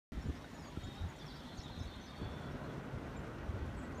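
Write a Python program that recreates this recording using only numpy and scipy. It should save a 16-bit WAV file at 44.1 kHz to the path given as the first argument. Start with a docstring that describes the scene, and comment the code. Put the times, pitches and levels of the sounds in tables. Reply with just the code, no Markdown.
"""A low, far rumble of wind or traffic, stepping up halfway, heard from a gravel path at a wood's edge.
The microphone is hand-held near the ground: soft buffets thump on it and a finger bumps its case once.
Close by, a stone ticks now and then over a faint hiss of leaves and gravel.
Small birds chirp and whistle in the trees, near and far; the trunks scatter their notes into a haze."""
import sys
import numpy as np
from scipy import signal
from scipy.fft import rfft, irfft
from scipy.io import wavfile
from scipy.ndimage import uniform_filter1d

SR = 44100
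rng = np.random.default_rng(int(sys.argv[2]) if len(sys.argv) > 2 else 0)


def inscribe(sig):
    """Save sig as 16-bit PCM at rate SR to the path in sys.argv[1].

    A 1-D sig is mono; a 2-D sig holds one channel per row.
    Samples are clipped to [-1, 1] before scaling.
    """
    pcm = np.round(np.clip(np.atleast_2d(sig).T, -1, 1) * 32767)
    wavfile.write(sys.argv[1], SR, pcm.astype(np.int16))


N = 176400
T = np.arange(N) / SR

# still air around the path: f/Hz, relative density/dB
AIR_SPECTRUM = [(25, -24), (40, 0.5), (80, -3), (105, -4.5), (140, 2), (200, -4), (260, -0.5), (350, -9),
                (460, -14.5), (600, -13), (950, -14), (1300, -22.5), (1800, -20.5), (2400, -25.5)]
# hiss of leaves and gravel: f/Hz, relative density/dB
HISS_SPECTRUM = [(1700, 0), (2500, -2), (3400, -2), (4200, -5.5), (4900, -8), (5800, -7), (7800, -14),
                 (9600, -15), (10400, -21), (11500, -18), (15000, -22)]
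# the hiss easing off: t/s, level/dB
HISS_LEVEL = [(.12, -64), (.45, -64), (.66, -64), (1.2, -64), (2.2, -65.5), (3.0, -66.5), (4.0, -67)]
# wind or traffic far off: f/Hz, relative density/dB
RUMBLE_SPECTRUM = [(25, -16.5), (60, 5), (130, 1), (200, -1.5), (280, -1.5), (400, -5.5), (620, -6.5),
                   (780, -13), (1000, -12.5), (1250, -13), (1520, -11), (1750, -22.5), (2900, -26.5),
                   (4500, -46)]
# the rumble stepping up: t/s, level/dB
RUMBLE_LEVEL = [(.12, -56), (2.17, -56), (2.21, -47), (2.5, -47), (2.9, -47.5), (3.3, -47), (3.7, -48.5),
                (4.0, -47.5)]
# tones droning in the rumble: f/Hz, resonator width/Hz, level against the rumble/dB
DRONES = [(138, 8.5, -13), (240.5, 5, -14.5), (397, 13, -24), (1399, 49, -26), (1915, 41, -26.5)]
# the farthest birds swelling and fading: t/s, level/dB
CHORUS_LEVEL = [(.12, -69), (.42, -75), (.6, -73), (.9, -63.5), (1.12, -72), (1.22, -65.5), (1.62, -65.5),
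                (1.95, -63.5), (2.25, -66.5), (2.55, -74), (2.68, -75), (2.85, -80), (4.0, -78)]
# buffets on the microphone: centre t/s, half-width/s, thump level/dB, puff level/dB
BUFFETS = [(0.122, 0.0084, -39.5, -52), (0.18, 0.048, -41, -50), (0.265, 0.017, -38, -43.5),
           (0.298, 0.024, -36, -42.5), (0.851, 0.023, -44, -60), (0.888, 0.0096, -44.5, -49),
           (1.019, 0.017, -38.5, -58), (1.047, 0.041, -38.5, -51), (1.593, 0.0089, -40, -49.5),
           (1.783, 0.035, -46, -50), (1.814, 0.0099, -36, -48.5), (1.863, 0.026, -43.5, -59),
           (1.975, 0.03, -48.5, -73), (2.224, 0.016, -46, -40.5), (2.258, 0.021, -41, -50),
           (2.782, 0.02, -47, -47), (2.959, 0.047, -42, -57), (3.437, 0.031, -48, -59),
           (3.497, 0.018, -34.5, -63), (3.555, 0.043, -42.5, -71), (3.626, 0.013, -37.5, -50),
           (3.672, 0.088, -42.5, -53), (3.973, 0.018, -54, -70)]
# chirps in the near trees: t/s, length/s, first f/Hz, middle f/Hz, last f/Hz, relative level/dB, rasp/Hz
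CHIRPS = [(.21, 0.022, 5700, 5500, 5600, -65, 87.5), (.215, .02, 6960, 7040, 7000, -71, 69),
          (.258, 0.032, 7130, 7000, 6930, -74, 70), (0.348, 0.032, 4790, 5160, 5600, -66, 200),
          (0.48, 0.047, 7200, 7050, 6960, -78, 50), (0.532, 0.067, 6950, 6850, 6700, -70, 30),
          (0.604, 0.095, 6770, 6690, 6620, -67, 25), (0.563, 0.14, 5850, 4880, 4240, -68.5, 55),
          (0.833, 0.022, 6550, 7160, 7600, -66, 40), (.865, 0.016, 5450, 5300, 5250, -69, 60),
          (0.95, 0.013, 5500, 5300, 5200, -63.5, 60), (1.083, 0.027, 6950, 6750, 6720, -68, 40),
          (1.159, 0.017, 7000, 7350, 7540, -70.5, 60), (1.183, .028, 5980, 5340, 5200, -64.5, 220),
          (1.255, 0.03, 6100, 5420, 5200, -64, 130), (1.335, 0.052, 5800, 5230, 5220, -68, 70),
          (1.995, 0.084, 6050, 6100, 5900, -69, 130), (2.06, 0.042, 5460, 5200, 5150, -67, 230),
          (2.238, .018, 6100, 6040, 5950, -76, 60), (2.313, .025, 5800, 5580, 5600, -74, 120),
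          (2.511, 0.014, 5550, 5580, 5620, -67.5, 30), (3.162, 0.019, 7450, 7280, 7200, -63.5, 30),
          (3.944, 0.026, 6860, 6250, 6000, -68.5, 70), (3.973, .025, 7000, 6900, 6460, -71, 90)]
# swooping calls in the near trees: t/s, length/s, outer f/Hz, turning f/Hz, relative level/dB
SWOOPS = [(1.564, 0.08, 7140, 5140, -61), (1.784, 0.056, 6830, 5260, -64), (3.763, 0.049, 7530, 8300, -71),
          (3.776, 0.059, 7570, 6840, -73.5), (3.815, 0.047, 7300, 8000, -74)]
# stones ticking on the path: t/s, relative level/dB
TICKS = [(0.444, -45), (1.405, -52), (3.163, -50)]
# ring of the stones: f/Hz, relative level/dB, t60/s
STONE_MODES = [(790, -5, 0.031), (1500, -2.5, 0.048), (3750, -9, 0.054)]
# a finger on the microphone's case: t/s, relative level/dB
KNOCKS = [(.7718, -24.5)]
# ring of the case: f/Hz, relative level/dB, t60/s
CASE_MODES = [(76.5, -10.5, 0.13), (160, -3, 0.0275), (338, -5.5, 0.02)]
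# steady whistles, mostly from a bird further off; the 2.15 s row and the last two are the warbler's notes, held
# steady: t/s, length/s, f/Hz, relative level/dB
WHISTLES = [(.79, 0.16, 3730, -61.5), (0.949, 0.093, 3760, -61), (1.182, 0.052, 3610, -68),
            (1.292, .13, 5190, -72), (1.391, 0.035, 3400, -64), (2.073, 0.053, 3660, -62),
            (2.15, 0.14, 4430, -67), (2.179, 0.13, 3450, -62), (2.29, 0.14, 3490, -64),
            (2.408, 0.11, 3435, -65.5), (3.14, 0.037, 2380, -63), (3.83, .04, 1950, -60)]
# a warbling bird deeper in the wood: t/s, length/s, first f/Hz, last f/Hz, relative level/dB
WARBLE = [(1.191, .04, 3900, 3260, -61), (1.205, .025, 4870, 4650, -72), (1.28, .035, 4790, 4370, -61),
          (1.3, 0.0336, 4150, 3550, -58), (1.347, 0.025, 4400, 4720, -65), (1.378, 0.038, 3950, 3400, -69),
          (1.455, 0.049, 3950, 3360, -61), (1.512, 0.037, 4280, 3860, -61), (1.575, 0.034, 4680, 4000, -61),
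          (1.629, 0.056, 3950, 3480, -58), (1.702, 0.06, 4300, 3950, -61.5),
          (1.759, 0.051, 3920, 3570, -60.5), (1.812, .035, 4000, 3880, -64), (1.86, .035, 4150, 4510, -65),
          (1.91, .045, 3583, 3765, -56.5), (1.938, 0.048, 4350, 4040, -67), (2.417, .035, 4200, 4520, -71),
          (2.635, 0.04, 4050, 4360, -73), (2.677, 0.041, 3700, 3200, -68)]


def from_db(db):
    """Decibels to gain."""
    return 10 ** (np.asarray(db) / 20)


def unit_rms(x):
    """Scale to rms 1."""
    return x / np.sqrt(np.mean(x ** 2) + 1e-20)


def level(rows):
    """Gain over time from rows of t/s, level/dB."""
    return from_db(np.interp(T, *np.transpose(rows)))


def drift(rate_hz):
    """Smooth random wander with a spread of about 1."""
    step, settle = 40, 2000
    pole = np.exp(-2 * np.pi * rate_hz * step / SR)
    white = rng.standard_normal(N // step + settle + 2)
    slow = signal.lfilter([1], [1, -2 * pole, pole * pole], white)[settle:]
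    return np.interp(np.arange(N) / step, np.arange(len(slow)), unit_rms(slow))


def add(out, start_s, sound):
    """Mix a sound in at a time."""
    i = int(np.clip(start_s * SR, 0, N - 1))
    out[i:i + len(sound)] += sound[:N - i]


def progress(length_s):
    """0 to 1 over a note."""
    return np.linspace(0, 1, max(int(length_s * SR), 2))


def noise(spectrum, flicker_db, flicker_hz):
    """Coloured noise, rms 1, falling steeply past the spectrum's ends; each octave flickers by itself."""
    hz, db = np.transpose(spectrum)
    octave = np.log2(np.maximum(np.fft.rfftfreq(N, 1 / SR), 1))
    beyond = np.maximum(octave - np.log2(hz[-1]), 0) + np.maximum(np.log2(hz[0]) - octave, 0)
    colour = from_db(np.interp(octave, np.log2(hz), db) - 36 * beyond)
    bins = rfft(rng.standard_normal(N)) * colour
    bands = [irfft(bins * np.maximum(1 - abs(octave - k), 0), N) for k in range(4, 16)]
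    return unit_rms(sum(band * from_db(flicker_db * drift(flicker_hz)) for band in bands))


def air_and_leaves():
    """Still air all round the microphone, with a faint hiss of leaves and gravel."""
    air = from_db(-51.5) * noise(AIR_SPECTRUM, flicker_db=2.55, flicker_hz=13.4)
    hiss = level(HISS_LEVEL) * noise(HISS_SPECTRUM, flicker_db=1.2, flicker_hz=25)
    return air + hiss


def far_rumble():
    """Wind or traffic a long way off: low noise with narrow bands droning in it."""
    roar = noise(RUMBLE_SPECTRUM, flicker_db=.5, flicker_hz=11)
    white, drones = rng.standard_normal(N), 0
    for hz, width, db in DRONES:
        peak = signal.iirpeak(hz, hz / width, fs=SR)
        drones += from_db(db) * unit_rms(signal.lfilter(*peak, signal.lfilter(*peak, white)))
    return level(RUMBLE_LEVEL) * (roar + drones)


def sing(notes, waver_hz=107.4, flutter_db=3, fade_share=.28):
    """Near-sine notes from t/s, pitch track/Hz, level/dB, rasp/Hz; rasp is the depth of a fast waver."""
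    out, waver = np.zeros(N), drift(waver_hz)
    flutter = from_db(flutter_db * drift(waver_hz))
    for start, hz, db, rasp_hz in notes:
        u = np.linspace(0, 1, len(hz))
        fade = np.sin(np.pi / 2 * np.clip(np.minimum(u, 1 - u) / fade_share, 0, 1))
        pitch = hz + rasp_hz * waver.take(int(start * SR) + np.arange(len(hz)), mode="wrap")
        tone = np.sqrt(2) * np.sin(2 * np.pi * np.cumsum(pitch) / SR)
        add(out, start, from_db(db) * fade * tone)
    return out * flutter


def random_notes(low_hz, high_hz, length_s, glide, db_per_octave, count):
    """Short slurred notes at chance times and pitches, the higher ones fainter."""
    slur, notes = glide * (2 * progress(length_s) - 1), []
    for k, (late, high, slope) in enumerate(rng.random((count, 3))):
        start = (k + late) * T[-1] / count
        hz = low_hz + high * (high_hz - low_hz)
        pitch = hz * (1 + slur * (2 * slope - 1))
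        rasp_hz = 44.5 * hz / 4505  # about 1% of the pitch
        notes.append((start, pitch, db_per_octave * np.log2(hz / low_hz), rasp_hz))
    return sing(notes)


def flecks():
    """Faint, brief tones speckle the midrange of the background."""
    tones = random_notes(698.4, 2086, length_s=.05, glide=.014, db_per_octave=-5.5, count=260)
    return from_db(-63.5) * unit_rms(tones)


def wood(x, t60_s=.61):
    """Dense echoes from trunks and leaves, reaching the microphone from 3 ms on and dying away."""
    echoes = rng.standard_normal(SR) * from_db(-60 * T[:SR] / t60_s) * (T[:SR] > .003)
    return signal.fftconvolve(x, echoes / np.linalg.norm(echoes))[:N]


def far_chorus():
    """Many far birds twitter at random; only their echoes reach the path."""
    song = random_notes(3117, 4505, length_s=.0489, glide=.0824, db_per_octave=-14, count=400)
    return level(CHORUS_LEVEL) * unit_rms(wood(song))


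def eddies(low_hz, high_hz, evenness=.88):
    """Lumpy swings of pressure in a band, their strength mostly levelled; rms 1."""
    band = signal.butter(2, [low_hz, high_hz], "band", fs=SR, output="sos")
    swings = signal.hilbert(signal.sosfilt(band, rng.standard_normal(N)))
    strength = uniform_filter1d(abs(swings), size=300)
    return unit_rms(swings.real / strength ** evenness)


def buffets():
    """Each buffet on the microphone is a bell-shaped swell: a deep thump with a lighter puff above it."""
    thump, puff = 0, 0
    for centre, half_width, thump_db, puff_db in BUFFETS:
        swell = np.exp(-2 * np.minimum(((T - centre) / half_width) ** 2, 20))
        thump = np.maximum(thump, from_db(thump_db) * swell)
        puff = np.maximum(puff, from_db(puff_db) * swell)
    return thump * eddies(54.6, 92.5) + puff * eddies(122, 278)


def near_birds(swoop_rasp_hz=92):
    """Chirps bend and swoops turn back in the nearest trees; foliage blurs them, the wood answers."""
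    notes = []
    for start, length, first, middle, last, db, rasp_hz in CHIRPS:
        bend = np.polyfit([0, .5, 1], [first, middle, last], 2)
        notes.append((start, np.polyval(bend, progress(length)), db, rasp_hz))
    for start, length, outer, turn, db in SWOOPS:
        arc = abs(np.sin(np.pi * progress(length) ** .95)) ** 2.2  # turns just before halfway
        notes.append((start, outer + (turn - outer) * arc, db, swoop_rasp_hz))
    song = sing(notes)
    foliage = wood(song, t60_s=.083)
    return from_db(-1.5) * song + from_db(-5.5) * foliage + from_db(-9) * wood(song)


def struck(hits, modes, lowpass_hz):
    """Contacts set decaying modes ringing; their softness dulls the top."""
    t, out = T[:SR // 4], np.zeros(N)
    ring = sum((-1) ** k * from_db(db - 60 * t / t60) * np.sin(2 * np.pi * hz * t)
               for k, (hz, db, t60) in enumerate(modes))
    for start, db in hits:
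        add(out, start, from_db(db) * ring)
    return signal.sosfilt(signal.butter(2, lowpass_hz, fs=SR, output="sos"), out + 1e-18)


def gravel():
    """Small stones on the path tick against each other and ring briefly."""
    return struck(TICKS, STONE_MODES, lowpass_hz=7000)


def handling():
    """A finger bumps the microphone's case: a firm, dull knock."""
    return struck(KNOCKS, CASE_MODES, lowpass_hz=600)


def whistler(rasp_hz=22):
    """Steady whistled pitches, mostly from a bird further off and a few from the warbler, half lost in their
    echoes."""
    song = sing([(start, np.full(len(progress(length)), hz), db, rasp_hz)
                 for start, length, hz, db in WHISTLES])
    return (song + from_db(-5.5) * wood(song)) / np.sqrt(2)


def warbler(rasp_hz=60):
    """Slurred notes from deeper in the wood, run together by their echoes."""
    song = sing([(start, first + (last - first) * progress(length), db, rasp_hz)
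                 for start, length, first, last, db in WARBLE])
    foliage = wood(song, t60_s=.13)
    return from_db(-2.5) * song + from_db(-8.5) * foliage + from_db(-5) * wood(song)


def scene():
    """Background, close sounds and birds at one microphone near the ground."""
    background = air_and_leaves() + far_rumble() + flecks()
    close = buffets() + handling() + gravel()
    birds = near_birds() + warbler() + whistler() + far_chorus()
    return (background + close + birds)[None]


def record(dry, start_s=.12, cutoff_hz=15280):
    """The sound cuts in after a moment of silence; the highest treble is cut steeply."""
    lowpass = signal.ellip(12, .1, 70, cutoff_hz, fs=SR, output="sos")
    return signal.sosfilt(lowpass, dry * (T >= start_s) + 1e-18)


dry = scene()
out = record(dry)
inscribe(out)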